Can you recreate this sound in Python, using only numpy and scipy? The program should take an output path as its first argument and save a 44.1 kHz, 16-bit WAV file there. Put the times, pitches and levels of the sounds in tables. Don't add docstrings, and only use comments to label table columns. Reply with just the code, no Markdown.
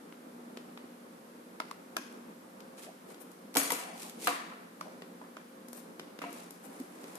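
import sys
import numpy as np
from scipy import signal
from scipy.fft import rfft, irfft
from scipy.io import wavfile
from scipy.ndimage import uniform_filter1d

SR = 44100
rng = np.random.default_rng(int(sys.argv[2]) if len(sys.argv) > 2 else 0)


def materialize(psi):
    bounded = np.clip(np.atleast_2d(psi).T, -1, 1)
    quanta = np.round(bounded * 32767).astype(np.int16)
    wavfile.write(sys.argv[1], SR, quanta)


N = 316638


def amp(db):
    return 10 ** (np.asarray(db) / 20)


def evened(x):
    return x / np.sqrt(np.mean(abs(x) ** 2) + 1e-20)


def read(points, hz):
    f, value = np.transpose(points)
    return np.interp(np.log(hz + 1), np.log(f + 1), value)


def bins(x):
    return np.fft.rfftfreq(x.shape[-1], 1 / SR)


def add(mix, s, sound):
    part = mix[:, round(s * SR):][:, :sound.shape[1]]
    part += sound[:, :part.shape[1]]


def sides(left_db):
    return amp(np.array([left_db, -left_db]) / 2)


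# (frequency [Hz], correlation [-1 to 1])
LIKENESS = [(130, 0.99), (290, 0.91), (450, 0.46), (680, -0.26), (1400, -0.28), (3000, 0.062)]


def paired(x, reach=1):
    left, other = rfft(x)
    same = np.clip(read(LIKENESS, bins(x) / reach), -1, 1)
    right = same * left + np.sqrt(1 - same ** 2) * other
    return irfft(np.array([left, right]), x.shape[1])


def noise(spectrum):
    x = paired(rng.standard_normal((2, N)))
    return evened(irfft(rfft(x) * amp(read(spectrum, bins(x))), N))


def drift(rate):
    x = rng.standard_normal(N)
    return evened(irfft(rfft(x) * np.exp(-(bins(x) / rate) ** 2), N))


def coloured(x, gain_db, size=4096):
    log_gain = np.log(amp(gain_db(np.abs(np.fft.fftfreq(size, 1 / SR)))))
    minimum_phase = np.exp(np.conj(signal.hilbert(log_gain)))
    taps = np.fft.ifft(minimum_phase).real
    return signal.fftconvolve(x, taps[None], axes=1)


LEAD = .004


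def contact(rise, scatter, scatter_db, reach, size=2048):
    t = np.arange(size) / SR - LEAD
    u = np.maximum(t / rise + .5, 0)
    crack = u * np.exp(-u)
    echoes = (t > 0) * np.exp(-abs(t) / scatter)
    envelope = evened(crack) + amp(scatter_db) * evened(echoes)
    z = rfft(paired(envelope * rng.standard_normal((2, size)), reach))
    smooth_power = uniform_filter1d(abs(z) ** 2, size=17, axis=1)
    white = irfft(z / np.sqrt(smooth_power))
    return white * signal.windows.tukey(size, .1)


# (frequency [Hz], time to fall by 60 dB [s])
REVERBERATION = [(250, 0.49), (660, 0.71), (1740, 0.84), (4600, 0.73), (9000, 0.56), (14000, 0.34)]
CLUMP_DB = 1.5


def room_tail():
    hz, t, z = signal.stft(paired(rng.standard_normal((2, SR * 3 // 4))), SR, nperseg=256)
    t60 = read(REVERBERATION, hz)[:, None]
    clumps = CLUMP_DB * evened(uniform_filter1d(rng.standard_normal(len(t)), size=2))
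    onset = 1 - np.exp(-t / 0.00058)
    tail = signal.istft(z * amp(clumps - 60 * t / t60) * onset, SR, nperseg=256)[1]
    return tail / np.linalg.norm(tail[0])


def in_room(x, room_db):
    return x + amp(room_db) * signal.fftconvolve(x, room_tail(), axes=1)[:, :N]


def body_db(resonances, hz, between_db):
    peaks = sum(amp(db) ** 2 / (1 + (2 * (hz - f) / width) ** 2) for f, width, db in resonances)
    return 10 * np.log10(amp(between_db) ** 2 + peaks)


# (delay [s], level [dB])
REFLECTIONS = [(.0108, -19), (.0182, -16)]


def heard(crack, resonances, wet_db, between_db, focus_db, ragged_db):
    room = amp(wet_db) * np.pad(room_tail(), ((0, 0), (round(LEAD * SR), 0)))
    near = np.zeros_like(room)
    add(near, 0, crack)
    for delay, db in REFLECTIONS:
        add(near, delay, amp(db) * crack[::-1])
    near = coloured(near, lambda hz: body_db(resonances, hz, between_db), size=16384)
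    room = coloured(room, lambda hz: body_db(resonances, hz, between_db + focus_db), size=16384)
    spots_hz = np.arange(0, SR / 2, 130)
    chance = np.clip(rng.standard_normal(len(spots_hz)), -2, 1)
    ripple = chance * np.interp(spots_hz, [800, 3000], [0, 1])
    return coloured(near + room, lambda hz: ragged_db * np.interp(hz, spots_hz, ripple))


BLOW_BANDS = [400, 1150, 2900, 9500]
HARDNESS_GAIN = [0.8, -0.22, 0.5, 3]
# (frequency [Hz], left minus right [dB])
BLOW_SIDE = [(400, 0), (1200, 0), (2400, 2.5), (4400, 0.5), (8100, 7.5), (13500, 9)]


def blow(sound, tone, strength_db, hardness=0, weight_db=0, bass_db=-14):
    levels = np.add(tone, strength_db) + np.multiply(hardness, HARDNESS_GAIN)
    points = list(zip(BLOW_BANDS, levels))
    low = [(130, bass_db + weight_db), (240, weight_db), (480, weight_db), (1000, 0)]
    sound = coloured(sound, lambda hz: read(points, hz) + read(low, hz))
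    return irfft(rfft(sound) * sides(read(BLOW_SIDE, bins(sound))), sound.shape[1])


# (frequency [Hz], width [Hz], level [dB])
CASE_MODES = [(280, 80, 2), (590, 90, 0), (1010, 50, 5), (1270, 130, 3), (1490, 110, 8.5), (2280, 170, 6),
              (2980, 260, 0), (4900, 900, 3), (5800, 900, 5), (10100, 2500, 3)]


def click(s, strength_db, hardness=0, weight_db=0, pitch=1, *, tone, room_db, between_db):
    crack = contact(rise=.001, scatter=.008, scatter_db=-14, reach=3)
    case = [(hz * pitch, width, db) for hz, width, db in CASE_MODES]
    sound = heard(crack, case, room_db, between_db, focus_db=-6.5, ragged_db=1.5)
    return s - LEAD, blow(sound, tone, strength_db, hardness, weight_db)


def clicks(rows, tone, room_db, between_db):
    out = np.zeros((2, N))
    for row in rows:
        add(out, *click(*row, tone=tone, room_db=room_db, between_db=between_db))
    return out


def ring(hz, db, swell, lag):
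    t = np.maximum(np.arange(SR // 6) / SR - np.array([[0], [lag]]), 0)
    envelope = t / swell * np.exp(1 - t / swell)
    return amp(db) * envelope * np.sin(2 * np.pi * hz * t)


# (frequency [Hz], relative level [dB])
AIR_COLOUR = [(25, -11.5), (65, -20.5), (105, -6.5), (140, -19), (175, -3), (240, -0.5), (350, -5),
              (520, -8), (900, -12.5), (1250, -13.5), (2800, -25.5), (6500, -30), (10500, -28),
              (14000, -31)]
AIR_DB = -52.5
# (frequency [Hz], rms level [dB])
FAN_TONES = [(177.6, -68), (241, -61), (281, -80), (479, -72.5), (527.6, -67)]


def fan(waver=0.5, wander=0.3, swell_db=1.57, swell_below_hz=1500):
    t = np.arange(N) / SR
    tones = np.zeros(N)
    for hz, db in FAN_TONES:
        phase = 2 * np.pi * hz * t + wander * drift(1.7)
        tones += amp(db) * evened((1 + waver * drift(1.8)) * np.sin(phase))
    air = amp(AIR_DB) * noise(AIR_COLOUR)
    rush = irfft(rfft(air) * np.exp(-(bins(air) / swell_below_hz) ** 2), N)
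    return air + (amp(swell_db * drift(9.3)) - 1) * rush + tones


# (time [s], strength [dB], hardness [steps], weight [dB], pitch of the case ring [ratio])
GRAZES = [(.1245, -23, -1.5, -6, 0.98), (.5721, -19, 4, 5, 0.86), (.775, -19, 0.5, -2, 0.85),
          (2.125, -40, 10, 15, 1.5), (2.6047, -26.5, 5.5, -14, 0.95), (2.866, -26.5, -1, 2, 0.4),
          (3.1442, -30.5, 6.5, -5, 1.4), (3.5418, -27, 9.5, 0, 0.88), (3.5526, -12.5, 7.5, -2, 1),
          (3.5582, -19.5, 12, 8.5, 0.54), (3.616, -9, 0, -7, 1.4), (4.031, -28.5, 10.5, 0, 0.78),
          (4.0965, -26.5, 9.5, -5, 1.3), (5.021, -20, 2.5, 6, 0.83), (5.9964, -16.5, 4.5, 3, 0.96),
          (6.1895, -20, 4, 4, 1), (7.041, -26, 6, 10, 0.87)]
GRAZE_TONE = [2.5, 0, -1.5, -28.5]


def grazes():
    return clicks(GRAZES, GRAZE_TONE, room_db=-5, between_db=4.0)


# (time [s], strength [dB], hardness [steps], weight [dB], pitch of the case ring [ratio],
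#  room [dB], hollow knock [dB], note of the hollow knock [Hz])
SOCKET_CLICKS = [(1.6011, -2.5, -2, -2.5, 0.93, -8, -25.5, 1230),
                 (1.7118, -14, 1, -14, 0.886, -19, -32.5, 1115),
                 (1.9672, -0.5, 1, -2.5, 1.08, -8, -25.5, 1330),
                 (4.2714, 3, -3.5, -8, 0.79, 0.5, -21.5, 1250),
                 (4.8105, -13.5, 0.5, -5.5, 1, -2.5, -29, 1200), (5.2145, -23, -14, 18, 0.74, 5, -43, 950),
                 (5.368, -14.5, -3, 8, 1.05, -3.5, -41, 1270)]
SOCKET_TONE = [0.5, 0.5, -4, -16]
# (frequency [Hz], level [dB], swell [s])
PANEL_NOTES = [(298, -22, 0.0064), (628, -18, 0.0054), (1010, -19.5, 0.0082)]
SWELL_S = 0.0012
FLEX_DELAY_S = 0.00068


def socket(between_db=-1.5, lag=0.00021):
    out = np.zeros((2, N))
    for s, strength_db, hardness, weight_db, pitch, room_db, ring_db, ring_hz in SOCKET_CLICKS:
        add(out, *click(s, strength_db, hardness, weight_db, pitch,
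                        tone=SOCKET_TONE, room_db=room_db, between_db=between_db))
        panel = sum(ring(hz, ring_db + db + weight_db / 2, swell, lag) for hz, db, swell in PANEL_NOTES)
        hollow = ring(ring_hz, ring_db, SWELL_S, lag)
        add(out, s + FLEX_DELAY_S, hollow + panel)
    return out


# (time of the strongest point [s], length [s], hiss [dB], extra treble at the left at BEAM_HZ [dB])
STROKES = [(2.791, 0.044, -55, 1), (2.842, 0.04, -52, -1), (3.104, 0.056, -61, 5), (3.215, 0.03, -68, 19.5),
           (4.019, 0.15, -50, 0), (4.262, 0.13, -42.5, 1), (5.773, 0.056, -62, 14),
           (6.37, 0.17, -56.5, 1.5), (6.649, 0.036, -64.5, 15), (6.741, 0.18, -65, 6), (7.098, 0.5, -61, 2)]
# (frequency [Hz], relative level [dB])
HISS_COLOUR = [(1000, -22), (2200, 6), (4000, 5), (6000, 4), (9200, 7), (11500, 3.5), (14500, -1.5)]
# (frequency [Hz], relative level [dB])
SCUFF_COLOUR = [(120, -35), (280, 2.5), (500, 1), (720, 0.5), (950, -3), (1300, -6.5), (2500, -14),
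                (6000, -47), (14000, -31)]
SCUFF_DB = -53.5
RISE_SHARE = 0.4
CATCH_DB = 2.2
BEAM_HZ = 9700


def slides(grit_db=2.0, room_db=-8):
    t, out = np.arange(N) / SR, np.zeros((2, N))
    unevenness = amp(CATCH_DB * drift(200) + grit_db * drift(3000))
    hiss = noise(HISS_COLOUR) * unevenness
    scuff = amp(SCUFF_DB) * noise(SCUFF_COLOUR)
    for s, length, hiss_db, left_db in STROKES:
        near = abs(t - s) < 2 * length
        u = (t[near] - s) / length
        speed = np.exp(-(u / np.where(u < 0, RISE_SHARE, 1 - RISE_SHARE)) ** 2)
        left, right = amp(hiss_db) * hiss[:, near]
        left = irfft(rfft(left) * amp(left_db * bins(left) / BEAM_HZ), len(u))
        out[:, near] += speed * (np.array([left, right]) + scuff[:, near])
    return in_room(out, room_db)


# (time [s], length [s], frequency [Hz], rms level before the fade [dB])
SOFT_BUMPS = [(2.853, .07, 690, -50), (6.673, 0.05, 252, -46), (6.784, 0.049, 275, -41.5)]


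def bumps(order=2):
    out = np.zeros((2, N))
    for s, length, hz, db in SOFT_BUMPS:
        push = paired(rng.standard_normal((2, SR // 2)), reach=2.1)
        band = signal.butter(order, [hz * .9, hz * 1.1], "band", fs=SR, output="sos")
        sway = signal.sosfilt(band, push)[:, -round(length * SR):]
        add(out, s, amp(db) * evened(sway) * signal.windows.hann(sway.shape[1]))
    return out


# (time [s], strength [dB])
FINGER_TAPS = [(3.316, -30.5), (5.6843, -25.5), (5.7306, -19.5), (6.307, -31), (6.328, -23),
               (6.5073, -21.5), (6.8, -25.5), (7.1543, -20.5)]
FINGER_TONE = [1.5, -8.5, -15.5, -9.5]


def fingers():
    return clicks(FINGER_TAPS, FINGER_TONE, room_db=2.0, between_db=10.0)


# (time [s], strength [dB], hardness [steps], weight [dB], direct sound to the left [dB],
#  share of metal ring [0-1], room [dB], leading note [dB], its pitch [Hz], its swell [s])
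HARD_KNOCKS = [(3.5595, 0, -19.5, 21, -10, 0, 5, -30, 900, 0.0026),
               (3.5692, 8.5, 2.5, 3, -7, 0.9, 0, -36.5, 286, 0.0078),
               (3.7041, 3.5, 0, -7, -2, 0.7, -1, -28, 1980, 0.0014),
               (3.7072, -3, -11, 1, -7, 0, 2, -30, 944, 0.0025),
               (3.7200, 0.5, 2.5, 4, 4, 0.25, -1, -36, 470, .0035),
               (3.7238, -8.5, -2.5, 8.5, 5, 0.1, 3.5, -33.5, 974, 0.0037),
               (4.2728, 8.5, -1.5, -3.5, 0, 0.3, -4, -34, 720, 0.0095),
               (4.2802, 11.5, -10, 7, -1, 0, -8, -33.5, 450, 0.0022),
               (4.291, -1, -4, 8, 13, 0.2, 0, -35, 1170, 0.0021),
               (4.518, -15, -9.5, 12, 1, 0.2, 6, -49, 1320, .003),
               (6.2177, -5, -4, 9, -1, 0.24, 5, -34.5, 1194, 0.0014),
               (6.239, -6.5, -8, 12.5, 7, 0.3, -5, -37, 978, 0.0034),
               (6.25, -21, -18, 0, 0, 0, 0, -44, 697, 0.013)]
HARD_TONE = [-9, -8, -8.5, -14]
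# (frequency [Hz], width [Hz], level [dB])
DESK_MODES = [(279, 12, 14), (330, 60, 3), (490, 60, 7), (630, 16, 9), (703, 7, 18), (772, 14, 8),
              (985, 70, 6), (1120, 110, 7), (1275, 70, 7), (1400, 60, 6), (1610, 110, 3), (1800, 150, 2),
              (2010, 130, 6), (2320, 130, 7), (2700, 220, 4), (10000, 3200, 3)]
# (frequency [Hz], width [Hz], level at a full share of metal [dB])
METAL_PARTIALS = [(1490, 8, 10), (3030, 50, 7), (3350, 70, 7), (3920, 35, 9), (4330, 16, 12),
                  (4650, 30, 10), (4910, 50, 5), (5230, 80, 5), (5750, 35, 10), (6290, 80, 6),
                  (6750, 13, 15), (7710, 20, 13), (8320, 40, 8), (8586, 40, 9), (9118, 40, 13),
                  (9310, 25, 13), (10680, 50, 12), (11380, 40, 12), (12100, 14, 12), (13400, 900, 7)]


def knocks(between_db=-3.5, bass_db=-6, ring_room_db=-12, lag=0.00011):
    out, rings = np.zeros((2, 2, N))
    for s, strength_db, hardness, weight_db, left_db, metal, room_db, ring_db, ring_hz, swell in HARD_KNOCKS:
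        metal = np.clip(metal, .01, 1)
        share_db = 10 * np.log10(metal)
        body = DESK_MODES + [(hz, width, db + share_db) for hz, width, db in METAL_PARTIALS]
        crack = contact(rise=.001, scatter=.009, scatter_db=-6, reach=2)
        crack = crack * sides(left_db)[:, None]
        sound = heard(crack, body, room_db, between_db, focus_db=-8 * metal, ragged_db=2)
        add(out, s - LEAD, blow(sound, HARD_TONE, strength_db, hardness, weight_db, bass_db))
        add(rings, s, ring(ring_hz, ring_db, swell, lag))
    return out + in_room(rings, ring_room_db)


# (time [s], length [s], middle note [Hz], rms level [dB])
NOTE_RUNS = [(3.799, .16, 750, -52.5), (4.041, .04, 935, -55), (4.299, 0.034, 905, -47),
             (4.506, .03, 1080, -53.5), (4.854, 0.028, 700, -48.5)]
NOTES_PER_S = 260


def ringing_and_scrapes(octaves=0.31, swell=0.0016, uneven_db=4, room_db=-5):
    out = np.zeros((2, N))
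    for s, length, hz, db in NOTE_RUNS:
        run, count = np.zeros((2, SR // 2)), max(round(length * NOTES_PER_S), 1)
        for k, (when, note, size, side) in enumerate(rng.uniform(-1.014, 1, (count, 4))):
            note_s = length * (k + .5 + when / 2) / count
            note_hz = hz * 2 ** (2 * octaves * note * abs(note))
            lag = side / hz / 2
            add(run, note_s, ring(note_hz, uneven_db * size, swell, lag))
        add(out, s, amp(db) * run * np.sqrt(2 * length * SR) / np.linalg.norm(run))
    return in_room(out, room_db)


def scene():
    contacts = grazes() + socket() + slides() + bumps() + fingers() + knocks()
    return fan() + contacts + ringing_and_scrapes()


EDGE_HZ = 14240


def record(dry, low_cut_hz=150, leak_db=-24):
    hz = bins(dry)
    low_cut = 1 / np.sqrt(1 + (low_cut_hz / (hz + 1)) ** 12)
    thin = irfft(rfft(dry) * (low_cut + amp(leak_db)), N)
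    low_pass = signal.firwin(255, EDGE_HZ, window=("kaiser", 8), fs=SR)
    return signal.oaconvolve(thin, low_pass[None], "same")


dry = scene()
out = record(dry)
materialize(out)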